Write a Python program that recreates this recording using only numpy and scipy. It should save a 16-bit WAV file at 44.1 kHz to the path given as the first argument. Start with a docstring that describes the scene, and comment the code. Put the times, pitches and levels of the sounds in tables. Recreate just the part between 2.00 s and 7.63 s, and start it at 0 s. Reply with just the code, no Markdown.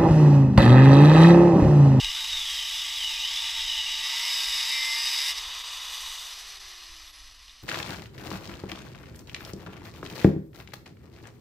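"""Angle grinder cutting a bolt

An angle grinder cuts a steel bolt on an engine in a garage, heard in mono at arm's length.
The motor labours in the cut, picks up, is lifted clear, races and is switched off to coast down.
Grit and gear teeth force the steel into resonance, the disc's lobed rim chatters and squeals,
fan and brushes hiss and the unbalanced rotor hums, all following one shaft speed.
Air and handling rumble underneath, and a short metallic rattle comes near the end."""
import sys
import numpy as np
from scipy import signal
from scipy.fft import rfft, irfft, next_fast_len
from scipy.io import wavfile
from scipy.ndimage import uniform_filter1d

SR = 44100
rng = np.random.default_rng(int(sys.argv[2]) if len(sys.argv) > 2 else 0)


def wav_record(signal):
    """Record a signal, one row per channel, as 16-bit PCM in the file named by sys.argv[1]."""
    frames = np.transpose(np.atleast_2d(signal))
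    bounded = np.clip(frames, -1, 1)
    # unit amplitude maps onto the largest positive 16-bit level
    quanta = np.round(bounded * 32767).astype(np.int16)
    wavfile.write(sys.argv[1], SR, quanta)


N = 248283
TIME = np.arange(N) / SR
FFT_SIZE = next_fast_len(N, real=True)
FREQ = np.maximum(np.arange(FFT_SIZE // 2 + 1) * SR / FFT_SIZE, 1)

# Motor speed under the hand's pressure. Each row: time in seconds, turns per second.
LOADED_SPEED = [(0, 232), (.1, 246), (.21, 348), (.45, 283), (.63, 254), (.78, 294), (.89, 269), (.97, 283),
                (1.05, 245), (1.17, 214), (1.35, 289), (1.52, 293), (1.72, 249), (1.96, 236), (2.03, 400),
                (2.32, 421.5), (2.39, 413), (2.55, 409), (2.73, 400.5), (2.91, 398), (3.3, 426.5)]
# Strength of the scraping. Each row: time in seconds, level in dB, treble share in dB.
CUT_LEVELS = [(0, -29.5, -13.5), (.75, -30.5, -10.5), (1.35, -29, -13.5), (2.0, -29.5, -13.5),
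              (2.35, -28, -10), (2.8, -27.5, -12.5), (3.3, -27, -10)]
# Firmness of contact; the disc skims the bolt again on leaving. Each row: time in seconds, gain in dB.
DISC_CONTACT = [(0, 0), (3.315, -0.5), (3.34, -20), (3.36, -13), (3.385, -4), (3.41, -23), (3.45, -63)]
# Scraping that repeats with each turn of the disc. Each row: time in seconds, share in dB.
REPEATING_SHARE = [(0, -9), (1.95, -8), (2.1, -4.5), (2.4, -3), (2.7, -4), (3, -0.5), (3.3, -4)]
# The disc frees itself and bites cleanly. Each row: time in seconds, share of the fast colour, 0 to 1.
CLEAN_BITE = [(1.94, 0.2), (2.03, 0.27), (2.35, 0.58), (2.8, 0.83), (3.2, 0.9)]
# Broad colour of the cut. Each row: frequency in Hz, gain in dB when labouring, and when fast.
STEEL_COLOUR = [(150, -28, -34.5), (440, -24.5, -33), (780, -16, -11.5), (1580, -19.5, -8.5),
                (1830, -4, -9.5), (3570, -4, 4.5), (4350, -14.5, -7), (5570, -4, -4.5),
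                (9040, -18.5, -17.5), (10900, -20.5, -16.5), (14900, -28.5, -8)]
# Modes of disc, guard and bolt. Each row: centre and width in Hz, lift in dB labouring, and fast.
STEEL_RESONANCES = [(902, 98, 20, 10.5), (1175, 118, 19.5, 9.5), (1618, 53, 8.5, 10.5),
                    (1806, 180, -1, 8.5), (2020, 244, 4.5, 14.5), (2250, 470, -0.8, 7.5),
                    (2448, 114, 7.5, -1), (2760, 130, 3, 6), (2937, 346, 12.5, 4.5), (3160, 130, 5.5, -7.5),
                    (3413, 125, 8.5, 2.5), (3769, 374, 16, 14), (4080, 600, 9, 4.5), (4513, 230, 8, 17.5),
                    (4846, 106, 9, 7), (5026, 386, 7.5, 19), (5313, 207, 2.5, 15), (5967, 400, 3.5, 13.5),
                    (6670, 130, 8.5, -1), (6640, 270, -7.5, 8), (7705, 760, 4.5, 17), (8130, 440, 1.5, 6.5),
                    (9400, 890, -4, 14.5), (10270, 330, -0.5, 14.5), (11750, 2500, -1, 13)]
# Lobes of the rim. 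Each row: bumps per turn of the disc, relative level in dB.
RIM_LOBES = [(7, -6), (13, -12), (14, -6), (15, -1), (16, -4), (17, -3), (18, -4), (19, -5), (21, -6),
             (35, -3), (37, -1), (38, 0), (41, -2)]
# Broad colour of the motor. Each row: frequency in Hz, gain in dB when near, and when far.
HOUSING_COLOUR = [(150, -25.5, -19), (514, -16.5, -20), (730, -11.5, -5), (1420, -3.5, -2.5),
                  (2280, -9.5, -6.5), (3750, 1.5, -2), (6060, -15, -9.5), (8680, -33, -22.5),
                  (12150, -19.5, -20), (15000, -18, -21)]
# Modes of housing and guard. Each row: centre and width in Hz, lift in dB when near, and when far.
HOUSING_RESONANCES = [(927, 300, 6, -4), (1130, 400, 10.5, 8.5), (1850, 240, 3, 5), (2025, 196, 9, 4),
                      (2460, 270, 8.5, 6), (2924, 380, 12, 7), (3456, 150, 9, 5.5), (3765, 250, 10, 5.5),
                      (4280, 340, 0.0, 8), (4700, 230, 10.5, 1), (5030, 460, 8, 10), (5730, 190, 5, 7.5),
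                      (6056, 260, 11.5, 8), (6660, 400, 8.5, -3), (7150, 450, 5.5, 0.5),
                      (8140, 1140, 20.5, 10), (9540, 1300, 13.5, -1.5), (10670, 750, 4, 12),
                      (11450, 320, 9.5, 8), (13900, 1800, 1, -2)]
# The vents turn as the grinder is lifted. Each row: time in seconds, gain in dB, treble share in dB.
VENT_FACING = [(3.45, 3.5, -10.5), (3.85, 0.3, -7.5), (4.17, -0.1, -5), (4.42, -1.8, -6.5), (4.7, -1, -7.5),
               (5.63, -1.4, -9)]
# The grinder swings down and away. Each row: time in seconds, share of the far colour, 0 to 1.
SWING_AWAY = [(4.2, 0.2), (4.42, 0.93)]
# Overtones from disc shaft and rotor. Each row: multiple of the motor speed, relative level in dB.
HUM_OVERTONES = [(1.62, -1), (2, 1)]
# Low rumble, stronger while the motor labours. Each row: time in seconds, level in dB.
RUMBLE_LEVELS = [(0, -57.5), (1.85, -56.5), (2.1, -60.5), (5.63, -58)]
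# Buffets of air and handling. Each row: time of the peak in seconds, level in dB.
AIR_BUFFETS = [(.05, -43), (.35, -47.5), (.53, -54), (1.08, -54), (1.63, -49.5), (2.51, -53), (3.48, -53.5),
               (4.08, -52), (4.94, -51), (5.26, -51)]
# Small metal knocks. Each row: start in seconds, level in dB, decay time in seconds.
METAL_KNOCKS = [(.045, -19, 0.0038), (0.338, -33.5, 0.0037), (1.256, -28, .005), (2.749, -25, 0.00081),
                (3.932, -37, 0.018), (4.016, -41, 0.0022), (4.062, -34.5, 0.021), (5.48, -45, 0.0048),
                (5.495, -47, 0.012)]
# Squeals. Each row: start and length in seconds, bumps per turn, level in dB at full contact.
DISC_SQUEALS = [(2.2, 0.069, 16, -32), (2.68, 0.267, 16, -29.5), (2.66, 0.13, 18, -33), (4, 0.11, 18, -41)]
# Brief dips in the noise. Each row: centre in seconds, depth in dB, half length in seconds.
LEVEL_DIPS = [(3.632, 5, .008), (4.592, 8, .008), (5.122, 8, .009), (5.336, 5, .007), (5.378, 5, .007)]

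PINION_TEETH, GEAR_RATIO = 12, 12 / 37  # the ratio is disc turns per motor turn
WORKING_HZ = 400  # reference speed for the levels of chatter, fan and hum
DRAGGING = TIME < CLEAN_BITE[0][0]  # true until the disc frees itself


def undb(db):
    """Amplitude ratio for a level in decibels."""
    return np.exp(np.asarray(db) * (np.log(10) / 20))


def curves(table):
    """Linear interpolation in time of each column after the first."""
    times, *columns = np.transpose(table)
    return [np.interp(TIME, times, column) for column in columns]


def unit(x):
    """Normalisation to an rms of 1."""
    return x / np.sqrt(np.mean(x ** 2))


def steady(x, size=4001):
    """Normalisation by the running rms over size samples."""
    return x / np.sqrt(uniform_filter1d(x ** 2, size) + 1e-18)


def band(x, lo_hz, hi_hz, order=5):
    """Maximally flat band-pass filtering."""
    return signal.sosfilt(signal.butter(order, [lo_hz, hi_hz], "band", fs=SR, output="sos"), x)


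def wander(hz, size=8192):
    """Random fluctuation of rms 1: noise low-passed at hz."""
    rates = np.arange(size // 2 + 1) * SR / N
    slow = irfft(rfft(rng.standard_normal(size)) / (1 + (rates / hz) ** 4))
    return np.interp(TIME, np.linspace(0, N / SR, size), unit(slow))


def octaves(hz):
    """Speed on a logarithmic scale, in octaves above the working speed."""
    return np.log2(hz / WORKING_HZ)


def resonance(hz, centre_hz, width_hz, lift_db):
    """Resonance curve: the lift in dB falls to half at half a width from the centre."""
    return lift_db / (1 + (2 * (hz - centre_hz) / width_hz) ** 2)


def radiation(hz, corner_hz):
    """Radiation efficiency: a small body radiates poorly below its corner frequency."""
    return np.minimum(hz / corner_hz, 1) ** 6


def ring(x, colour, modes=(), column=0):
    """Forced response of a body: a broad colour with resonances on it, from the chosen gain column."""
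    colour_hz, *gains_db = np.transpose(colour)
    db = np.interp(np.log(FREQ), np.log(colour_hz), gains_db[column])
    for centre_hz, width_hz, *lifts_db in modes:
        db = db + resonance(FREQ, centre_hz, width_hz, lifts_db[column])
    # Folding the cepstrum gives minimum phase, so each mode rings after its cause.
    cepstrum = irfft(np.log(undb(db)), FFT_SIZE)
    cepstrum[1:FFT_SIZE // 2] *= 2
    cepstrum[FFT_SIZE // 2 + 1:] = 0
    return irfft(rfft(x, FFT_SIZE) * np.exp(rfft(cepstrum)), FFT_SIZE)[:N]


def shaft_speed(no_load_hz=552, run_up_s=.68, switch_off_s=4.01, coast_s=2.17):
    """Exponential relaxation: freed of its load the motor runs up; switched off, friction slows it."""
    freed_s, freed_hz = LOADED_SPEED[-1]
    powered_s = np.clip(TIME, freed_s, switch_off_s) - freed_s
    hz = curves(LOADED_SPEED)[0] + (no_load_hz - freed_hz) * (1 - np.exp(-powered_s / run_up_s))
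    return hz * np.exp(-np.maximum(TIME - switch_off_s, 0) / coast_s)


def grains(per_second, spread_db):
    """Shot noise: dense, independent impacts of unequal size."""
    hits = rng.random(N) < per_second / SR
    sizes = rng.standard_normal(N) * undb(spread_db * np.minimum(rng.exponential(size=N), 4))
    return unit(hits * sizes)


def rim_roughness(disc_turns, size=2048, count=110):
    """Quasi-periodic excitation: the rim's roughness returns every turn and slowly changes with wear."""
    roughness = 0
    for _ in range(4):
        orders = np.zeros(size // 2 + 1, complex)
        orders[1:count] = np.exp(2j * np.pi * rng.random(count - 1))
        profile = np.interp(disc_turns % 1, np.arange(size) / size, irfft(orders))
        roughness += wander(2.32) * profile
    return steady(roughness)


def gear(turns, rattle_hz, clean):
    """Modulation of the tooth-mesh tone: backlash smears it and the crown wheel sways it once a turn."""
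    sway = 0.11 * np.sin(2 * np.pi * GEAR_RATIO * turns)
    mesh = np.exp(1j * (2 * np.pi * PINION_TEETH * turns + sway))
    backlash = wander(rattle_hz) + 1j * wander(rattle_hz)
    return unit(np.real(mesh * (clean + backlash)))


def cutting(hz, turns):
    """Forced vibration: grit and loaded gear teeth drive the modes of the steel."""
    level_db, treble_db = curves(CUT_LEVELS)
    disc_turns = turns * GEAR_RATIO
    grit = grains(per_second=14000, spread_db=-1)
    grit += undb(curves(REPEATING_SHARE)[0]) * rim_roughness(disc_turns)
    pressure_db = 0.46 * np.sin(2 * np.pi * disc_turns) + 0.7 * wander(100)  # harder once a turn
    grit = steady(grit) * undb(pressure_db)
    flare_db = resonance(PINION_TEETH * hz, centre_hz=2920, width_hz=330, lift_db=3.8)
    loaded_whine = undb(-14.5 + flare_db + wander(4.9)) * gear(turns, rattle_hz=133, clean=0.99)
    fast_whine = undb(-20.5) * gear(turns, rattle_hz=190, clean=0.31)
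    labouring = unit(ring(grit + loaded_whine, STEEL_COLOUR, STEEL_RESONANCES, column=0))
    fast = unit(ring(grit + fast_whine, STEEL_COLOUR, STEEL_RESONANCES, column=1))
    bite = curves(CLEAN_BITE)[0]
    steel = labouring * np.sqrt(1 - bite) + fast * np.sqrt(bite)
    body = steady(band(steel, 122, 6640), size=30001)
    treble = undb(treble_db) * steady(band(steel, 6230, 17500))
    return (body + treble) * undb(level_db - 0.86 + 0.45 * wander(11))


def chatter(hz, turns, level_db=-44.5, db_per_octave=30.5):
    """Periodic impact: the rim's lobes hammer the bolt; each tone swells on crossing a disc mode."""
    tones = 0
    for lobes, db in RIM_LOBES:
        order = lobes * GEAR_RATIO
        lift_db = resonance(order * hz, centre_hz=2070, width_hz=30, lift_db=4)
        phase = 2 * np.pi * (order * turns + rng.random())
        phase += .2 * (order / PINION_TEETH) ** 2 * wander(60)  # the finest lobes strike least evenly
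        gain = undb(db + lift_db - 3.5 + 4 * wander(10))
        tones += radiation(order * hz, corner_hz=950) * gain * np.sin(phase)
    return tones * undb(level_db + db_per_octave * octaves(hz))


def motor(hz, turns, level_db=-43, db_per_octave=14.5):
    """Broadband excitation: brushes, fan and gear ring the housing, whose colour shifts as it swings."""
    facing_db, treble_db = curves(VENT_FACING)
    away = curves(SWING_AWAY)[0]
    brush_ticks = grains(per_second=9000, spread_db=0) * undb(1.6 * np.sin(2 * np.pi * turns))
    fan_air = 1.21 * rng.standard_normal(N)
    drive = brush_ticks + fan_air + undb(-23) * gear(turns, rattle_hz=150, clean=.4)
    near, far = (unit(ring(drive, HOUSING_COLOUR, HOUSING_RESONANCES, column=k)) for k in range(2))
    shell = near * (1 - away) + far * away
    rush = undb(-10.5) * steady(band(shell, 102, 1470))
    whirr = steady(band(shell, 1587, 6500))
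    hiss = undb(treble_db + wander(25)) * steady(band(shell, 5950, 14800))
    gain_db = level_db + db_per_octave * octaves(hz) + facing_db + 0.31 * wander(18)
    return (rush + whirr + hiss) * undb(gain_db)


def rotor(hz, turns, level_db=-75.5, db_per_octave=8.5, drag_db=-5, whistle_order=37):
    """Rotating unbalance hums once a turn, damped by drag; a thin whistle follows the speed in pitch."""
    hum_db = level_db + db_per_octave * octaves(hz) + drag_db * DRAGGING + 2 * wander(3.8)
    angle = 2 * np.pi * turns
    lift_db = resonance(hz, centre_hz=342, width_hz=56, lift_db=7.9)
    hum = undb(lift_db) * np.sin(angle + 0.26 * wander(25))
    for order, db in HUM_OVERTONES:
        gain = radiation(order * hz, corner_hz=720) * undb(db + 2 * wander(8.8))
        hum += gain * np.sin(order * angle + 0.45 * wander(25))
    whistle_db = -79 + resonance(whistle_order * hz, centre_hz=11100, width_hz=1400, lift_db=16)
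    flutter = .6 + wander(70) + 1j * wander(70)
    whistle = unit(np.real(np.exp(1j * whistle_order * angle) * flutter))
    return np.sqrt(2) * undb(hum_db) * hum + undb(whistle_db) * whistle


def rumble(buffet_s=0.078):
    """Low-frequency noise: air and handling shake and buffet the microphone over faint workshop noise."""
    # Each pair: frequency in Hz, gain in dB.
    shake_colour = [(6, -2.5), (20, 2.5), (32, -1.5), (50, 0), (65, -9.5), (85, -17), (150, -35),
                    (400, -50), (2000, -81)]
    workshop_colour = [(60, 2), (130, 0.5), (200, -10.5), (320, -6.5), (600, -2), (1000, -12),
                       (3000, -48)]
    shake = steady(ring(rng.standard_normal(N), shake_colour), size=9001)
    workshop = unit(ring(rng.standard_normal(N), workshop_colour))
    buffets = sum(undb(db) * np.exp(-((TIME - peak) / buffet_s) ** 2) for peak, db in AIR_BUFFETS)
    background = undb(curves(RUMBLE_LEVELS)[0] + 1.6 * wander(4.2))
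    return shake * np.hypot(background, buffets) + undb(-76.5) * workshop


def garage(x, wet_db=-11.5, t60_s=0.17, count=40):
    """Early reflection: floor, engine and car body return a cluster of slightly dull echoes."""
    delays_s = rng.uniform(.003, .05, count)
    echoes = np.zeros(N)
    echoes[(delays_s * SR).astype(int)] = rng.standard_normal(count) * undb(-60 * delays_s / t60_s)
    wet = signal.fftconvolve(band(x, 200, 4100, order=1), echoes / np.linalg.norm(echoes))[:N]
    return (x + undb(wet_db) * wet) / np.hypot(1, undb(wet_db))


def knocks():
    """Impact excitation: short bursts of contact leave the steel parts ringing."""
    force = sum(undb(db) * (TIME >= start) * np.exp(-np.abs(TIME - start) / decay)
                for start, db, decay in METAL_KNOCKS)
    crunch = rng.standard_normal(N)
    steel_gain = np.std(ring(crunch, STEEL_COLOUR, STEEL_RESONANCES))
    return ring(force * crunch, STEEL_COLOUR, STEEL_RESONANCES) / steel_gain


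def squeal(turns, attack_s=0.062, release_s=0.015):
    """Frequency locking: near its mode the disc sings in thin tones tied to its lobe counts."""
    disc_angle = 2 * np.pi * GEAR_RATIO * turns
    tones = 0
    for start, length, lobes, db in DISC_SQUEALS:
        age = np.maximum(TIME - start, 0)
        envelope = (1 - np.exp(-age / attack_s)) * np.exp(-np.maximum(age - length, 0) / release_s)
        gain = envelope * undb(db + .8 * wander(25))
        tones += gain * np.sin(lobes * disc_angle + 0.054 * wander(40))
    return tones


def dips():
    """Amplitude modulation: a gain that dips briefly along bell curves."""
    dip_db = sum(depth * np.exp(-((TIME - centre) / half) ** 2) for centre, depth, half in LEVEL_DIPS)
    return undb(-dip_db)


def scene():
    """Superposition: the grinder's noise and tones, driven by one shaft speed, add to the rumble."""
    hz = shaft_speed()
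    waver = np.where(DRAGGING, .012, .00053)  # unevenness as a share of the speed
    turns = np.cumsum(hz * (1 + waver * wander(22))) / SR
    contact = undb(curves(DISC_CONTACT)[0])
    noise = garage(cutting(hz, turns) * contact + motor(hz, turns) + knocks())
    tones = (chatter(hz, turns) + squeal(turns)) * contact + rotor(hz, turns)
    mono = noise * dips() + tones + rumble()
    return np.array([mono, mono])


def record(dry):
    """Band limiting: a steep low-pass filter removes the treble above 15.4 kHz."""
    return signal.sosfilt(signal.ellip(12, .2, 80, 15400, fs=SR, output="sos"), dry)


dry = scene()
out = record(dry)
wav_record(out)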